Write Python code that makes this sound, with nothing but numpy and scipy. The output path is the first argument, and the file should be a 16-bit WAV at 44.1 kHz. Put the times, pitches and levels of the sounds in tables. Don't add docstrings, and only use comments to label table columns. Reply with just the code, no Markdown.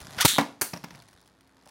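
import sys
import numpy as np
from scipy import signal
from scipy.fft import rfft, irfft
from scipy.io import wavfile
from scipy.ndimage import uniform_filter1d

SR = 44100
rng = np.random.default_rng(int(sys.argv[2]) if len(sys.argv) > 2 else 0)


def store_wav(level_fs):
    pcm = np.round(np.clip(np.atleast_2d(level_fs), -1, 1) * 32767)
    wavfile.write(sys.argv[1], SR, pcm.T.astype(np.int16))


N = 74970
T = np.arange(N) / SR
RING_T = T[:SR // 2]


def amp(db):
    return 10 ** (np.asarray(db) / 20)


def curve(rows, column=1):
    rows = np.array(rows)
    return np.interp(T, rows[:, 0], rows[:, column])


def at_frequency(points, hz):
    knots_hz, values = np.transpose(points)
    return np.interp(np.log(hz + 1), np.log(knots_hz + 1), values)


def add(mix, start_s, sound):
    part = mix[round(start_s * SR):][:len(sound)]
    part += sound[:len(part)]


def convolve(x, response):
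    return signal.fftconvolve(x, response)[:len(x)]


def colour(x, spectrum, size=4096):
    log_gain = np.log(amp(at_frequency(spectrum, abs(np.fft.fftfreq(size, 1 / SR)))))
    response = np.exp(np.conj(signal.hilbert(log_gain)))
    taps = np.fft.ifft(response).real[:size // 2]
    return convolve(x, taps / np.linalg.norm(taps))


def highpass(x, hz):
    return signal.sosfilt(signal.butter(2, hz, "highpass", fs=SR, output="sos"), x)


def fade(t60):
    return np.exp(-np.log(1000) * RING_T / t60)


def burst(t60):
    return rng.standard_normal(len(RING_T)) * fade(t60)


def wash(decay):
    spectrum = rfft(rng.standard_normal(len(RING_T)))
    hz = np.fft.rfftfreq(len(RING_T), 1 / SR)
    centres, t60s = zip(*decay)
    bands = [at_frequency(list(zip(centres, weights)), hz) for weights in np.eye(len(decay))]
    return sum(irfft(spectrum * band, len(RING_T)) * fade(t60) for band, t60 in zip(bands, t60s))


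def ring(modes):
    return sum(amp(db) * fade(t60) * np.sin(2 * np.pi * hz * RING_T) for hz, db, t60 in modes)


def uneven(spread_db):
    return amp(spread_db * np.clip(rng.standard_normal(N), -2, 2))


def clicks(rate, spread_db):
    due = np.diff(np.floor(np.cumsum(rate) / SR), prepend=0)
    return due * np.sqrt(SR / rate) * uneven(spread_db)


def jitter(depth, samples):
    drift = uniform_filter1d(rng.standard_normal(N), samples)
    return np.exp(depth * drift / np.sqrt(np.mean(drift ** 2)))


def chatter(hits, t60):
    power = fade(t60) ** 2
    envelope = np.sqrt(abs(convolve(hits ** 2, power / power.sum())))
    return envelope * rng.standard_normal(N)


# (frequency [Hz], level [dB])
HUM_PARTIALS = [(60, -73.5), (90, -84.5), (180, -76), (328, -79.5)]
# (frequency [Hz], relative level [dB])
AIR_SPECTRUM = [(15, -28), (35, -11), (70, -3), (200, 4), (330, 2.5), (450, 0.5), (1300, -4.5), (3000, -14),
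                (5500, -25), (15500, -36.5)]
def background():
    hum = sum(amp(db) * np.sqrt(2) * np.sin(2 * np.pi * (hz * T + rng.random()))
              for hz, db in HUM_PARTIALS)
    return hum + amp(-67) * colour(rng.standard_normal(N), AIR_SPECTRUM)


# (time [s], rotation rate [1/s], relative tick level [dB], rumble level [dB])
TIP_SPIN = [(0, 163, -50, -52.5), (.08, 145, -47.5, -52.5), (.17, 142, -46.5, -44.5),
            (.4, 132, -41.5, -61.5), (.57, 120, -68.5, -62.5), (.85, 126, -58.5, -59.5),
            (.95, 101, -59.5, -53), (1.04, 95, -59.5, -60), (1.15, 92.4, -62, -66.5), (1.35, 97, -69, -69),
            (1.52, 100, -70, -70.5), (1.63, 94, -64.5, -64), (1.7, 98, -72, -76.5)]
# (frequency [Hz], relative level [dB])
TIP_SPECTRUM = [(40, -24.5), (200, 12.5), (800, 6), (1700, -4), (2600, -7), (3900, 0), (4700, 4),
                (5600, 0.5), (7500, -9.5), (9000, -7), (11500, -5.5), (13000, -17.5), (16000, -21)]
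RUMBLE_SPECTRUM = [(25, -44.5), (70, -0.5), (130, 4.5), (280, -6.5), (420, -10), (800, -6.5), (1600, -14.5),
                   (3000, -18.5), (6000, -24), (15000, -40)]
# (frequency [Hz], bandwidth [Hz], relative level [dB])
SCUFF_BANDS = [(880, 440, 0), (1650, 700, 2.5), (3537, 730, -2), (4650, 1400, 0), (6940, 2000, -3),
               (9100, 670, -6.5), (11020, 2100, -5)]
def tips():
    turns = clicks(curve(TIP_SPIN) * jitter(.15, samples=300), spread_db=2.5)
    turns *= amp(curve(TIP_SPIN, column=2))
    ticks = amp(-9) * colour(chatter(turns, t60=0.0096), TIP_SPECTRUM)
    for hz, width, db in SCUFF_BANDS:
        scuff = chatter(turns * uneven(spread_db=2.5), t60=0.02)
        resonance = signal.butter(2, [hz - width / 2, hz + width / 2], "bandpass", fs=SR, output="sos")
        ticks += amp(db - 12) * signal.sosfilt(resonance, scuff) * np.sqrt(SR / 2 / width)
    rumble = rng.standard_normal(N) * amp(curve(TIP_SPIN, column=3))
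    return ticks + colour(rumble, RUMBLE_SPECTRUM)


# (time [s], level [dB])
DRONE_LEVEL = [(0, -60), (1.2, -79.5), (1.4, -67), (1.6, -67), (1.7, -69)]
def drone(hz=267.5):
    return amp(curve(DRONE_LEVEL)) * np.sin(2 * np.pi * hz * T)


# (time [s], level [dB], t60 [s])
TIP_SKIDS = [(.003, -39.5, 0.028), (.0125, -35.5, 0.0067), (0.0155, -38.5, .018), (.108, -43, .015),
             (.956, -48, .025), (1.022, -46.5, 0.024), (1.0852, -46, 0.016), (1.111, -55, 0.021),
             (1.13, -53, 0.035), (1.2136, -54, .02), (1.2605, -57.5, 0.027), (1.2763, -51.5, 0.021),
             (1.4086, -53, 0.02), (1.475, -63, 0.044), (1.6575, -50.5, 0.028), (1.6745, -47.5, 0.016),
             (1.6855, -53.5, 0.037), (1.69, -49, 0.029)]
# (frequency [Hz], relative level [dB])
SKID_SPECTRUM = [(60, -24.5), (300, -5.5), (1500, 0.5), (3800, -3.5), (5000, -1.5), (6000, -2.5),
                 (7500, -6.5), (10500, -2.5), (13000, -20), (16000, -6)]
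def skids():
    slips = np.zeros(N)
    for s, db, t60 in TIP_SKIDS:
        add(slips, s, amp(db) * burst(t60))
    return colour(slips, SKID_SPECTRUM)


# (time [s], level [dB], frequency [Hz])
HAND_BUMPS = [(0.016, -29.5, 70), (0.05, -33.5, 163), (0.082, -35, 200.2), (.133, -47, 121),
              (0.173, -27, 115), (0.333, -30, 247), (0.929, -38, 91), (1.148, -44.5, 87.1)]
def bumps():
    thuds = np.zeros(N)
    onset = 1 - fade(t60=0.0059)
    for s, db, hz in HAND_BUMPS:
        add(thuds, s, ring([(hz, db, 0.026)]) * onset)
    return thuds


# (time [s], rate [1/s])
MESH_RATE = [(.17, 370), (.19, 492), (.2, 670), (.211, 800), (.22, 960), (.229, 1300), (.238, 1120),
             (.25, 1330)]
# (time [s], relative whine level [dB], relative rasp level [dB])
PULL_LEVELS = [(.165, -67.5, -57.5), (.188, -27, -37), (.207, -22, -30.5), (.2095, -22, -15),
               (.229, -23, -23), (.238, -33.5, -31.5), (.25, -38, -28.5), (.256, -67.5, -85)]
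# (frequency [Hz], relative level [dB])
WHINE_SPECTRUM = [(200, -30.5), (600, -9), (1000, -3.5), (1550, 3.5), (2400, -6), (3400, -5.5), (5000, -11),
                  (9000, -30.5), (16000, -46.5)]
RASP_SPECTRUM = [(100, -29.5), (400, -10.5), (900, -17.5), (1500, -2), (2500, -3), (3300, 3), (4200, -2.5),
                 (5800, 2), (7500, -7.5), (10000, -5.5), (15500, -14.5)]
def rip():
    pulling = (T > PULL_LEVELS[0][0]) & (T < PULL_LEVELS[-1][0])
    teeth = clicks(curve(MESH_RATE) * jitter(.03, samples=100), spread_db=3) * pulling
    whine = teeth * amp(curve(PULL_LEVELS) - 5)
    rasp = chatter(teeth, t60=0.0067) * amp(curve(PULL_LEVELS, column=2) - 3.5)
    return colour(whine, WHINE_SPECTRUM) + colour(rasp, RASP_SPECTRUM)


# (time [s], pulse level [dB], thump level [dB], crack level [dB])
LAUNCHER_HITS = [(.209, -56, -46, -19), (0.2494, -3.5, -11, -13.5), (0.2527, -23, -9, -7.5),
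                 (0.2566, -15, -13.5, -10), (0.2596, -30, -37.5, -16.5)]
# (frequency [Hz], relative level [dB])
THUMP_SPECTRUM = [(20, -26.5), (100, -7), (260, -3.5), (380, -9), (480, -4.5), (600, -8.5), (760, -1.5),
                  (960, -1.5), (1400, -12.5), (2500, -16), (5000, -27.5)]
CRACK_SPECTRUM = [(710, -14), (1200, -7), (2620, -9), (3810, -4), (5490, -10), (8240, -11.5), (8880, -5.5),
                  (11600, -14.5), (15500, -10)]
def snap(swing_s=0.00064):
    u = RING_T / swing_s
    pulse = -u * (2 - u) * np.exp(-u)
    pulse /= abs(pulse).max()
    pulses, thumps, cracks = np.zeros((3, N))
    for s, pulse_db, thump_db, crack_db in LAUNCHER_HITS:
        add(pulses, s, amp(pulse_db) * pulse)
        add(thumps, s, amp(thump_db) * burst(t60=0.021))
        add(cracks, s, amp(crack_db) * burst(t60=0.032))
    return pulses + colour(thumps, THUMP_SPECTRUM) + colour(cracks, CRACK_SPECTRUM)


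# (time [s], click rate [1/s], ping level [dB], rattle level [dB])
GEAR_RUNDOWN = [(.262, 480, -32, -23.5), (.276, 420, -44, -28.5), (.281, 400, -44, -19),
                (.3, 325, -26.5, -24.5), (.32, 235, -34, -26.5), (.34, 175, -31.5, -31),
                (.362, 140, -29.5, -34.5), (.385, 105, -34.5, -43), (.413, 48, -39.5, -43.5)]
# (frequency [Hz], relative level [dB], t60 [s])
PAWL_MODES = [(3390, 5, 0.0083), (3625, 4, 0.011), (3793, 7.5, 0.0078), (4040, -5, .008)]
# (frequency [Hz], relative level [dB])
RATTLE_SPECTRUM = [(180, -61), (300, -19), (849, -34.5), (1030, -33.5), (1160, -12.5), (1330, -11.5),
                   (2830, -11), (3690, -4), (4210, -4.5), (4960, -13.5), (5760, -9), (9140, -8.5),
                   (15500, -17.5)]
def ratchet(rise_s=0.00072):
    coasting = (T > GEAR_RUNDOWN[0][0]) & (T < GEAR_RUNDOWN[-1][0])
    teeth = clicks(curve(GEAR_RUNDOWN), spread_db=0.5) * coasting
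    ping = ring(PAWL_MODES) * (1 - np.exp(-(RING_T / rise_s) ** 2))
    pings = convolve(teeth * amp(curve(GEAR_RUNDOWN, column=2)), ping / np.linalg.norm(ping))
    rattle = chatter(teeth, t60=0.031) * amp(curve(GEAR_RUNDOWN, column=3))
    return pings + colour(rattle, RATTLE_SPECTRUM)


# (time [s], boom level [dB], boom centre [Hz], knock level [dB], tick level [dB])
FLOOR_HITS = [(.3832, -19.5, 281, -15, -18), (0.3871, -23.5, 946, -17.5, -25), (.3958, -43, 300, -31, -39),
              (0.412, -34, 294, -29.5, -35), (.6172, -44.5, 328, -26.5, -24), (.734, -34, 164, -36, -32),
              (.7372, -78, 164.4, -36, -29.5), (.762, -45, 576, -44, -40), (.773, -78, 599, -50, -37.5),
              (0.8394, -44, 165, -41.5, -36.5), (.843, -50.5, 280, -42, -32.5),
              (0.9064, -47, 139, -46.5, -41), (.949, -56, 129, -49.5, -46), (1.666, -52.5, 695, -59.5, -71)]
# (frequency [Hz], relative level [dB], t60 [s])
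FLOOR_MODES = [(144.4, -13, 0.51), (174.6, 2.5, 0.13), (209, -4, 0.17), (234.7, -1, 0.18), (284.8, 1, 0.17),
               (348, -11.5, 0.14), (601, 1, 0.06), (726, -8, 0.11), (787, -0.5, 0.076), (878, -3.5, 0.18),
               (963.8, -5.5, 0.22), (1093, -16, 0.27)]
# (frequency [Hz], t60 [s])
KNOCK_T60 = [(100, 0.45), (500, 0.21), (1500, 0.11), (5000, 0.21), (14000, .15)]
# (frequency [Hz], relative level [dB])
KNOCK_SPECTRUM = [(20, -42), (55, -15), (110, -12.5), (220, -4), (420, -9), (600, -9.5), (950, -3.5),
                  (1300, -10.5), (1900, -10), (3500, -22.5), (6000, -28.5), (15000, -39)]
TICK_SPECTRUM = [(30, -27), (150, 7.5), (1000, -3.5), (2600, -1.5), (3200, -11), (5600, -2), (7500, -19.5),
                 (15000, -17)]
def landings(spot_octaves=0.52, least_share=0.23):
    booms, knocks, ticks = np.zeros((3, N))
    mode_hz = np.array(FLOOR_MODES)[:, 0]
    for s, boom_db, centre_hz, knock_db, tick_db in FLOOR_HITS:
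        shares = least_share + np.exp(-(np.log2(mode_hz / centre_hz) / spot_octaves) ** 2)
        boom = sum(share * ring([mode]) for share, mode in zip(shares, FLOOR_MODES))
        add(booms, s, -amp(boom_db) * boom)
        flutter = highpass(wash(KNOCK_T60), hz=378)
        add(knocks, s, amp(knock_db) * (burst(t60=0.038) + amp(-7) * flutter))
        add(ticks, s, amp(tick_db) * burst(t60=0.025))
    body = highpass(booms, hz=90) + colour(knocks, KNOCK_SPECTRUM)
    return highpass(body, hz=75) + colour(ticks, TICK_SPECTRUM)


# (time [s], level [dB])
RIM_HITS = [(0.6128, -21), (.615, -23), (.6175, -16.5), (.6252, -22)]
# (frequency [Hz], relative level [dB])
RIM_SPECTRUM = [(40, -26.5), (200, -4), (600, -7.5), (1250, -1.5), (1700, -6.5), (2500, -5), (3900, -12),
                (4600, -2.5), (5150, -4.5), (5900, -1), (8000, -4.5), (9800, 4), (11500, -1.5), (13500, -4),
                (15000, -2), (16500, -8)]
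# (frequency [Hz], relative level [dB], t60 [s])
RIM_MODES = [(416, -11, 0.056), (1243, -7.5, 0.077), (1594, -3, 0.077), (4620, 0, 0.11), (5240, -3, .09),
             (5990, -4, 0.082)]
def clash():
    cracks, clacks = np.zeros((2, N))
    for s, db in RIM_HITS:
        add(cracks, s, amp(db) * (burst(t60=0.025) + amp(-15.5) * burst(t60=0.2)))
        add(clacks, s, amp(db - 17) * ring(RIM_MODES))
    return colour(cracks, RIM_SPECTRUM) + clacks


# (frequency [Hz], t60 [s])
ROOM_T60 = [(100, 0.52), (1000, .3), (5000, .34), (10000, .3), (15000, .25)]
def room(x, wet_db):
    tail = highpass(wash(ROOM_T60), hz=343.6) * (1 - fade(t60=0.088))
    return x + amp(wet_db) * convolve(x, tail / np.linalg.norm(tail))


def scene():
    spinning = room(tips() + drone() + skids(), wet_db=-15)
    launcher = bumps() + room(rip() + ratchet(), wet_db=-19) + room(snap(), wet_db=-42)
    impacts = room(landings(), wet_db=-14.5) + room(clash(), wet_db=-10.5)
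    return (background() + spinning + launcher + impacts)[None]


def record(dry, ceiling=.8, edge_hz=15900):
    rounded = ceiling * np.tanh(highpass(dry, hz=48) / ceiling)
    lowpass = signal.firwin(511, edge_hz, window=("kaiser", 9), fs=SR)
    return signal.oaconvolve(rounded, lowpass[None], "same")


dry = scene()
out = record(dry)
store_wav(out)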